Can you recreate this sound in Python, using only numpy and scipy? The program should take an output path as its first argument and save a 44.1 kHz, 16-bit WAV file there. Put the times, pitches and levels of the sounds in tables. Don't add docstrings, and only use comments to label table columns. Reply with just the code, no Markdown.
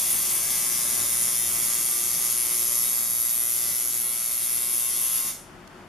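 import sys
import numpy as np
from scipy import signal
from scipy.fft import rfft, irfft, next_fast_len
from scipy.io import wavfile
from scipy.ndimage import uniform_filter1d, map_coordinates

SR = 44100
rng = np.random.default_rng(int(sys.argv[2]) if len(sys.argv) > 2 else 0)


def dump(signal):
    limited = np.clip(np.atleast_2d(signal).T, -1, 1)
    pcm = np.round(limited * 32767).astype(np.int16)
    wavfile.write(sys.argv[1], SR, pcm)


N = 259308
TIME = np.arange(N) / SR
OFF_S = 5.315
RETURN_PHASE = .43
LEAD_SAMPLES = 128

# time_s, rate_hz
STROKE_RATE = [(0, 118.6), (.2, 118.4), (.47, 118.7), (.6, 118.15), (.8, 118.6), (1.62, 118.5),
               (1.72, 117.6), (1.81, 118.85), (2, 118.9), (2.12, 118.5), (2.33, 118.7), (2.5, 118.1),
               (2.6, 118.9), (2.76, 118.3), (3, 118.65), (3.7, 118.65), (3.95, 119.1), (4.25, 118.6),
               (4.55, 119.2), (5, 119.35), (5.1, 118.9), (5.3, 119.5)]
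# time_s, rattle_db, tube_db, sizzle_db, ring_db
WORK_LEVELS = [(0, -36, -43.5, -32, -34), (0.7, -35, -43.5, -32, -37), (1.4, -36, -43.5, -32, -33.5),
               (2.1, -36.5, -45, -34, -30), (2.65, -36.5, -44.5, -33, -29), (3.15, -38, -48.5, -35, -27.8),
               (3.7, -38.5, -47, -35.5, -29), (4.25, -40, -47, -37, -29.5), (4.7, -39, -46, -36, -26),
               (5.17, -38.5, -44.5, -35, -28.5), (5.3, -39, -46, -36.5, -36)]
# time_s, level_db
RETURN_LEVEL = [(0, -7.5), (1.3, -18), (2.3, -13), (3, -10.5), (4.3, -7.5), (5.3, 2.5)]
# middle_s, length_s, tightening_db, shift_db, speedup_hz, whistle_db, rasp_db
BAR_SEATS = [(0.119, 0.12, -3, 1.1, 0.86, 4, 2), (0.334, 0.079, 1, 0.7, 0.71, 8, 1.5),
             (0.666, 0.087, 6, 0, 0.61, 4, -1.5), (0.93, 0.062, 4, 0, 0.93, 3, -1),
             (1.198, 0.083, 5, 0.3, 0.59, 8, 0.5), (1.414, 0.12, 18.5, 0.4, 0.97, 7, 0.5),
             (2.397, 0.08, 17, 1.3, 1.55, 11, 2), (2.855, 0.059, 6.5, 0.8, 1.06, 8, 2.5),
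             (3.127, 0.11, 7, 0.5, 0.021, 3, -1), (3.408, 0.11, 14, 0.3, 0.2, -1, 0),
             (3.857, 0.066, 18, 0, 0.33, 8, -3.5), (4.073, 0.1355, 11.5, 2, 1.2, 7, 1.5),
             (4.408, 0.091, 2, 1.5, 0.69, 4, 0), (4.6, 0.051, 7, 1, 0.08, -1, 0),
             (4.705, 0.048, 7.5, 1, 1, 10, 1.5), (4.83, 0.046, 10, 0.3, 0, 5, 0),
             (4.916, 0.076, 7, 1, 1.04, 3, 0.5)]
# frequency_hz, gain_db
TUBE_COLOUR = [(300, -16), (600, -13), (1150, -6.5), (1700, -8), (2100, 3.5), (2500, -2.5), (3400, 4),
               (4000, 5.5), (4800, -9.5), (6000, -24.5)]
# frequency_hz, gain_db
CLATTER_COLOUR = [(3000, -50), (4200, -10), (5200, -2.5), (6500, 0), (7500, 0), (8100, 1.5), (9500, -25.5)]
# frequency_hz, gain_db
SIZZLE_COLOUR = [(7000, -27.5), (8000, -3.5), (8700, 0.5), (9700, 3), (10400, 1.5), (11000, 5), (11500, 3),
                 (12400, 0.5), (13300, -2.5), (14300, -7), (15500, -26.5)]
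# time_s, pitch_hz
RING_PITCH = [(0, 10950), (1, 10950), (1.9, 11280), (3.3, 11490), (4.2, 11260), (4.8, 11130), (5.3, 11240)]
# time_s, width_hz
RING_WIDTH = [(0, 800), (2, 760), (3.5, 740), (4.2, 820), (4.7, 1050), (5.3, 950)]
# time_s, pitch_hz
WHISTLE_PITCH = [(0, 10070), (.8, 9700), (1.3, 9670), (2.4, 9820), (3.3, 9900), (4.1, 9870), (4.7, 10250),
                 (5.3, 10270)]
# stroke_rate_multiple, level_db
FLEX_PARTIALS = [(5, -4), (8, -30), (9, -1), (10, 2), (11, -1), (12, -14), (13, -4.5), (14, -9.5),
                 (15, -11), (16, -7.5), (17, 2), (18, -27), (19, 4), (20, -10), (21, -9.5), (22, -4),
                 (23, -5.5), (24, -18), (25, -9.5), (26, -7.5), (27, -8), (28, -8.5), (29, -5), (30, -15),
                 (31, -14), (32, -1)]
# time_s, centre_hz, rise_hz_per_s, width_hz, gain_db
PARTIAL_SWELLS = [(3.202, 1110, 190, 67, 0), (3.302, 3810, 116, 65, 10), (4.6, 1900, 110, 140, -4),
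                  (5, 3320, 100, 348, 0.5), (2.3, 1067, 60, 45, -3), (1, 2016, 110, 80, -2.5)]
# frequency_hz, t60_s
STUDIO_DECAY = [(200, 0.98), (2000, 0.46), (6000, 0.47), (10000, 0.38), (15000, 0.25)]
# frequency_hz, side_gain_db
STEREO_WIDTH = [(300, -2.5), (2500, -13.5), (4500, -12.5), (6000, -4.5), (9000, -3.5), (13000, -2)]
# frequency_hz, gain_db
AIR_COLOUR = [(18, -32), (30, -17), (55, -20), (90, -5), (125, -11), (190, -3), (280, -8), (360, -5),
              (450, -12), (750, -10), (1400, -11.5), (3900, -25), (11500, -35), (15000, -44)]
# frequency_hz, correlation
AIR_LIKENESS = [(100, 0.9), (300, 0.85), (1500, 0.5), (8000, 0.36)]
# time_s, level_db
AIR_LEVEL = [(0, -46.1), (1.3, -45), (2.1, -47.4), (2.7, -47.1), (4.1, -49.9), (5.4, -48.9), (5.88, -47.3)]
# time_s, level_db
MOTOR_LEVEL = [(0, -58.5), (.6, -61), (1.2, -55.5), (1.55, -55), (1.8, -63), (2.7, -60.5), (4.5, -65.5),
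               (5.3, -65)]
# pitch_hz, level_db
FAN_TONES = [(31, -66.5), (43.2, -64), (147, -62.5), (172.3, -66), (360.5, -59.5), (690, -65)]
# peak_s, level_db
HANDLING_TICKS = [(5.677, -38)]
# centre_hz, width_hz, remaining_gain
MIC_NOTCHES = [(3950, 226, 0.16), (7940, 180, 0.18)]


def amp(db):
    return 10 ** (np.asarray(db) / 20)


def unit(x):
    return x / np.sqrt(np.mean(x ** 2) + 1e-20)


def along(points, hz):
    frequencies, values = np.transpose(points)
    return np.interp(np.log(hz + 1), np.log(frequencies + 1), values)


def curves(rows):
    times, *columns = np.transpose(rows)
    return [np.interp(TIME, times, column) for column in columns]


def wobble(rate):
    return map_coordinates(rng.standard_normal(int(N * rate / SR) + 4), [TIME * rate])


def filtered(x, response):
    size = 2 * next_fast_len(N // 2 + SR // 4)
    return irfft(rfft(x, size) * response(np.fft.rfftfreq(size, 1 / SR)), size)[..., :N]


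def minimum_phase(points, hz):
    cepstrum = irfft(np.log(amp(along(points, hz))))
    half = len(cepstrum) // 2
    return np.exp(rfft(np.r_[cepstrum[0], 2 * cepstrum[1:half], np.zeros(half)]))


def pulses(times, sizes):
    at = times[:, None] * SR
    index = np.floor(at).astype(int) + np.arange(-7, 9)
    shape = np.sinc(index - at) * np.cos(np.pi * (index - at) / 16) ** 2
    return np.bincount(np.clip(index, 0, N).ravel(), (sizes[:, None] * shape).ravel(), N + 1)[:N]


def seating(rate_hz):
    holds = np.array([np.exp(-(2 * (TIME - middle) / length) ** 4) for middle, length, *_ in BAR_SEATS])
    tight_db, shift_db, speedup_hz, whistle_db, rasp_db = np.transpose(BAR_SEATS)[2:] @ holds
    loose = amp(-3.2 + 1.8 * wobble(20) - tight_db)
    load_db = .6 * (rate_hz - uniform_filter1d(rate_hz, size=SR))
    grip_db = .12 * wobble(14)
    return loose, shift_db + load_db + grip_db, speedup_hz, whistle_db, rasp_db


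def armature_strokes(turns, loose, jitter_s=1e-5, scatter_db=3):
    cycle = np.arange(int(np.interp(OFF_S, TIME, turns)))
    chance = rng.standard_normal((1000, 4))[:len(cycle)] * np.interp(cycle, turns, loose)[:, None]
    blow_s = np.interp(cycle, turns, TIME) + jitter_s * chance[:, 0]
    return_s = np.interp(cycle + RETURN_PHASE, turns, TIME) + 2 * jitter_s * chance[:, 1]
    blows = pulses(blow_s, amp(.5 * scatter_db * chance[:, 2]))
    returns = pulses(return_s, amp(scatter_db * chance[:, 3]))
    return unit(blows), unit(returns)


def rattle(turns, loose, running, tube_db, clatter_db, sizzle_db):
    blows, returns = armature_strokes(turns, loose)
    after = lambda phase: np.exp(-((turns - phase) % 1) / .18)
    chatter = unit(rng.standard_normal(N) * running * (after(0) + 1.2 * after(RETURN_PHASE)))

    def part(colour, return_db, chatter_db):
        back = amp(curves(RETURN_LEVEL)[0] + return_db)
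        shake = loose * amp(chatter_db)
        drive = (blows + back * returns + shake * chatter) / np.sqrt(1 + back ** 2 + shake ** 2)
        return unit(filtered(drive, lambda hz: minimum_phase(colour, hz)))

    return (amp(tube_db) * part(TUBE_COLOUR, return_db=3, chatter_db=7.5)
            + amp(clatter_db) * part(CLATTER_COLOUR, return_db=-1, chatter_db=3.5)
            + amp(sizzle_db) * part(SIZZLE_COLOUR, return_db=11, chatter_db=-4))


def struck_mode(turns, stroke_hz, pitch_hz, width_hz, scatter_db, slip_rad, detune_hz=35):
    size, detune, lag = rng.standard_normal((1000, 3))[np.floor(turns).astype(int)].T
    age_s = turns % 1 / stroke_hz
    decay = np.pi * width_hz * age_s
    phase = 2 * np.pi * (pitch_hz + detune_hz * detune) * age_s + slip_rad * lag
    return unit(amp(scatter_db * size) * decay * np.exp(-decay) * np.sin(phase))


def steel_ring(turns, stroke_hz, loose):
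    pitch_hz, width_hz = curves(RING_PITCH)[0], curves(RING_WIDTH)[0]
    blow, back = (struck_mode(at, stroke_hz, pitch_hz, width_hz, scatter_db=1.2, slip_rad=1.1 * loose)
                  for at in (turns, turns - RETURN_PHASE))
    return unit(blow + amp(curves(RETURN_LEVEL)[0] - 14) * back)


def bar_whistle(turns, stroke_hz, loose):
    pitch_hz = curves(WHISTLE_PITCH)[0]
    return unit(sum(struck_mode(at, stroke_hz, pitch_hz, width_hz=220, scatter_db=2, slip_rad=1.2 * loose)
                    for at in (turns, turns - RETURN_PHASE)))


def rebounds(body, t60_s=.0061, scatter_db=.5):
    t = np.arange(SR // 50) / SR
    tail = rng.standard_normal((2, len(t))) * amp(-60 * t / t60_s)
    tail /= np.linalg.norm(tail, axis=1, keepdims=True)
    tail[0] = amp(scatter_db) * tail[0] + (t == 0)
    spectrum = rfft(np.pad(tail, ((0, 0), (LEAD_SAMPLES, 0))))
    tail = irfft(spectrum / np.sqrt(uniform_filter1d(abs(spectrum) ** 2, size=12, axis=1)))
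    tail /= np.linalg.norm(tail, axis=1, keepdims=True)
    return signal.fftconvolve(body[None], tail, axes=1)[:, LEAD_SAMPLES:LEAD_SAMPLES + N]


def wall_response():
    hz, t, spectrum = signal.stft(rng.standard_normal((2, SR // 2)), SR, nperseg=256)
    decay = amp(-60 * t / along(STUDIO_DECAY, hz)[:, None])
    tail = signal.istft(spectrum * decay, SR, nperseg=256)[1]
    return tail / np.linalg.norm(tail, axis=1, keepdims=True)


def studio_reverb(x, positions=13):
    lead = SR // 4
    x = np.r_[x[:lead], x]
    place = np.r_[np.zeros(lead), np.linspace(0, positions - 1, N)]
    room = np.zeros((2, lead + N + SR))
    for k in range(positions):
        near = np.flatnonzero(abs(place - k) < 1)
        faded = x[near] * np.cos(np.pi / 2 * (place[near] - k))
        echo = signal.fftconvolve(faded[None], wall_response(), axes=1)
        room[:, near[0]:near[0] + echo.shape[1]] += echo
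    return room[:, lead:lead + N]


def swell_db(hz):
    return sum(db * np.exp(-np.square((hz - centre - rise * (TIME - at_s)) / width))
               for at_s, centre, rise, width, db in PARTIAL_SWELLS if abs(hz - centre) < 1000)


def wiry_buzz(turns, frame_db, tube_db):
    buzz = np.zeros(N)
    for k, db in FLEX_PARTIALS:
        tube_share = np.clip((k - 19) / 3, 0, 1)
        level_db = db + frame_db + tube_share * (tube_db - frame_db)
        sway_db = wobble(3.34) + 1.5 * wobble(21.96)
        lag = .4 * wobble(1.95) + .12 * np.sqrt(k) * wobble(25)
        gain = amp(level_db + sway_db + swell_db(k * STROKE_RATE[0][1]))
        buzz += gain * np.cos(2 * np.pi * k * turns + lag)
    return buzz


def tattoo_machine():
    running = np.clip((OFF_S - TIME) / .0037, 0, 1)
    rate_hz = curves(STROKE_RATE)[0]
    loose, shift_db, speedup_hz, whistle_db, rasp_db = seating(rate_hz)
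    stroke_hz = rate_hz + speedup_hz + .08 * wobble(15)
    turns = np.cumsum(stroke_hz + .22 * loose * wobble(24)) / SR

    rattle_db, tube_db, sizzle_db, ring_db = curves(WORK_LEVELS)
    frame_db = rattle_db - 2 * shift_db
    clatter_db = rattle_db - 1.56 * shift_db
    sizzle_db += .98 * shift_db
    tube_db += rasp_db
    ring_db += .6 * wobble(11)

    body = rattle(turns, loose, running, tube_db - 1, clatter_db, sizzle_db + 2.5)
    steel = amp(ring_db + 1) * steel_ring(turns, stroke_hz, loose)
    whistle = amp(sizzle_db + whistle_db - 9) * bar_whistle(turns, stroke_hz, loose)
    ring = running * (steel + whistle)
    in_room = amp(-1.5) * rebounds(body) + studio_reverb(body + amp(-18) * ring)
    mid, side = filtered(in_room, lambda hz: np.array([np.ones_like(hz), amp(along(STEREO_WIDTH, hz))]))
    mid += running * wiry_buzz(turns, frame_db - 17.5, tube_db - 6.5)
    ring_pair = filtered(ring, lambda hz: np.exp(1j * np.pi * hz * 23e-6 * np.array([[1], [-1]])))
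    return (np.array([mid + side, mid - side]) + ring_pair) * amp([[.25], [-.25]])


def fan_tone(hz, db):
    gain = np.sqrt(2) * amp(db + 2.6 * wobble(6))
    return gain * np.sin(2 * np.pi * hz * TIME + min(hz / 180, 1.5) * wobble(18))


def ventilation(motor_hz=94.8):
    def air_response(hz):
        angle = np.arccos(np.clip(along(AIR_LIKENESS, hz), -1, 1)) / 2
        return amp(along(AIR_COLOUR, hz)) * [np.cos(angle), np.sin(angle)]

    mid, side = filtered(rng.standard_normal((2, N)), air_response)
    draught_db = curves(AIR_LEVEL)[0]
    rush = amp(draught_db + 1.35 * wobble(8.8)) * unit(np.array([mid + side, mid - side]))
    hum = fan_tone(motor_hz, curves(MOTOR_LEVEL)[0])
    hum += sum(fan_tone(hz, db + draught_db - draught_db.mean()) for hz, db in FAN_TONES)
    return rush * amp([[1.5], [-1.5]]) + hum * amp([[2.3], [-2.3]])


def handling_tick(centre_hz=4500, width_hz=3000, t60_s=.014):
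    burst = sum(amp(db - 60 * abs(TIME - peak_s) / t60_s) for peak_s, db in HANDLING_TICKS)
    band = lambda hz: 1j * hz * width_hz / (centre_hz ** 2 - hz ** 2 + 1j * hz * width_hz)
    return burst * filtered(rng.standard_normal((2, N)), band)


def scene():
    return tattoo_machine() + ventilation() + handling_tick()


def record(dry):
    def response(hz):
        gain = hz < 15200
        for centre, width, remaining in MIC_NOTCHES:
            offset, damping = centre ** 2 - hz ** 2, 1j * hz * width
            gain = gain * (offset + remaining * damping) / (offset + damping)
        return gain

    return filtered(dry, response)


dry = scene()
out = record(dry)
dump(out)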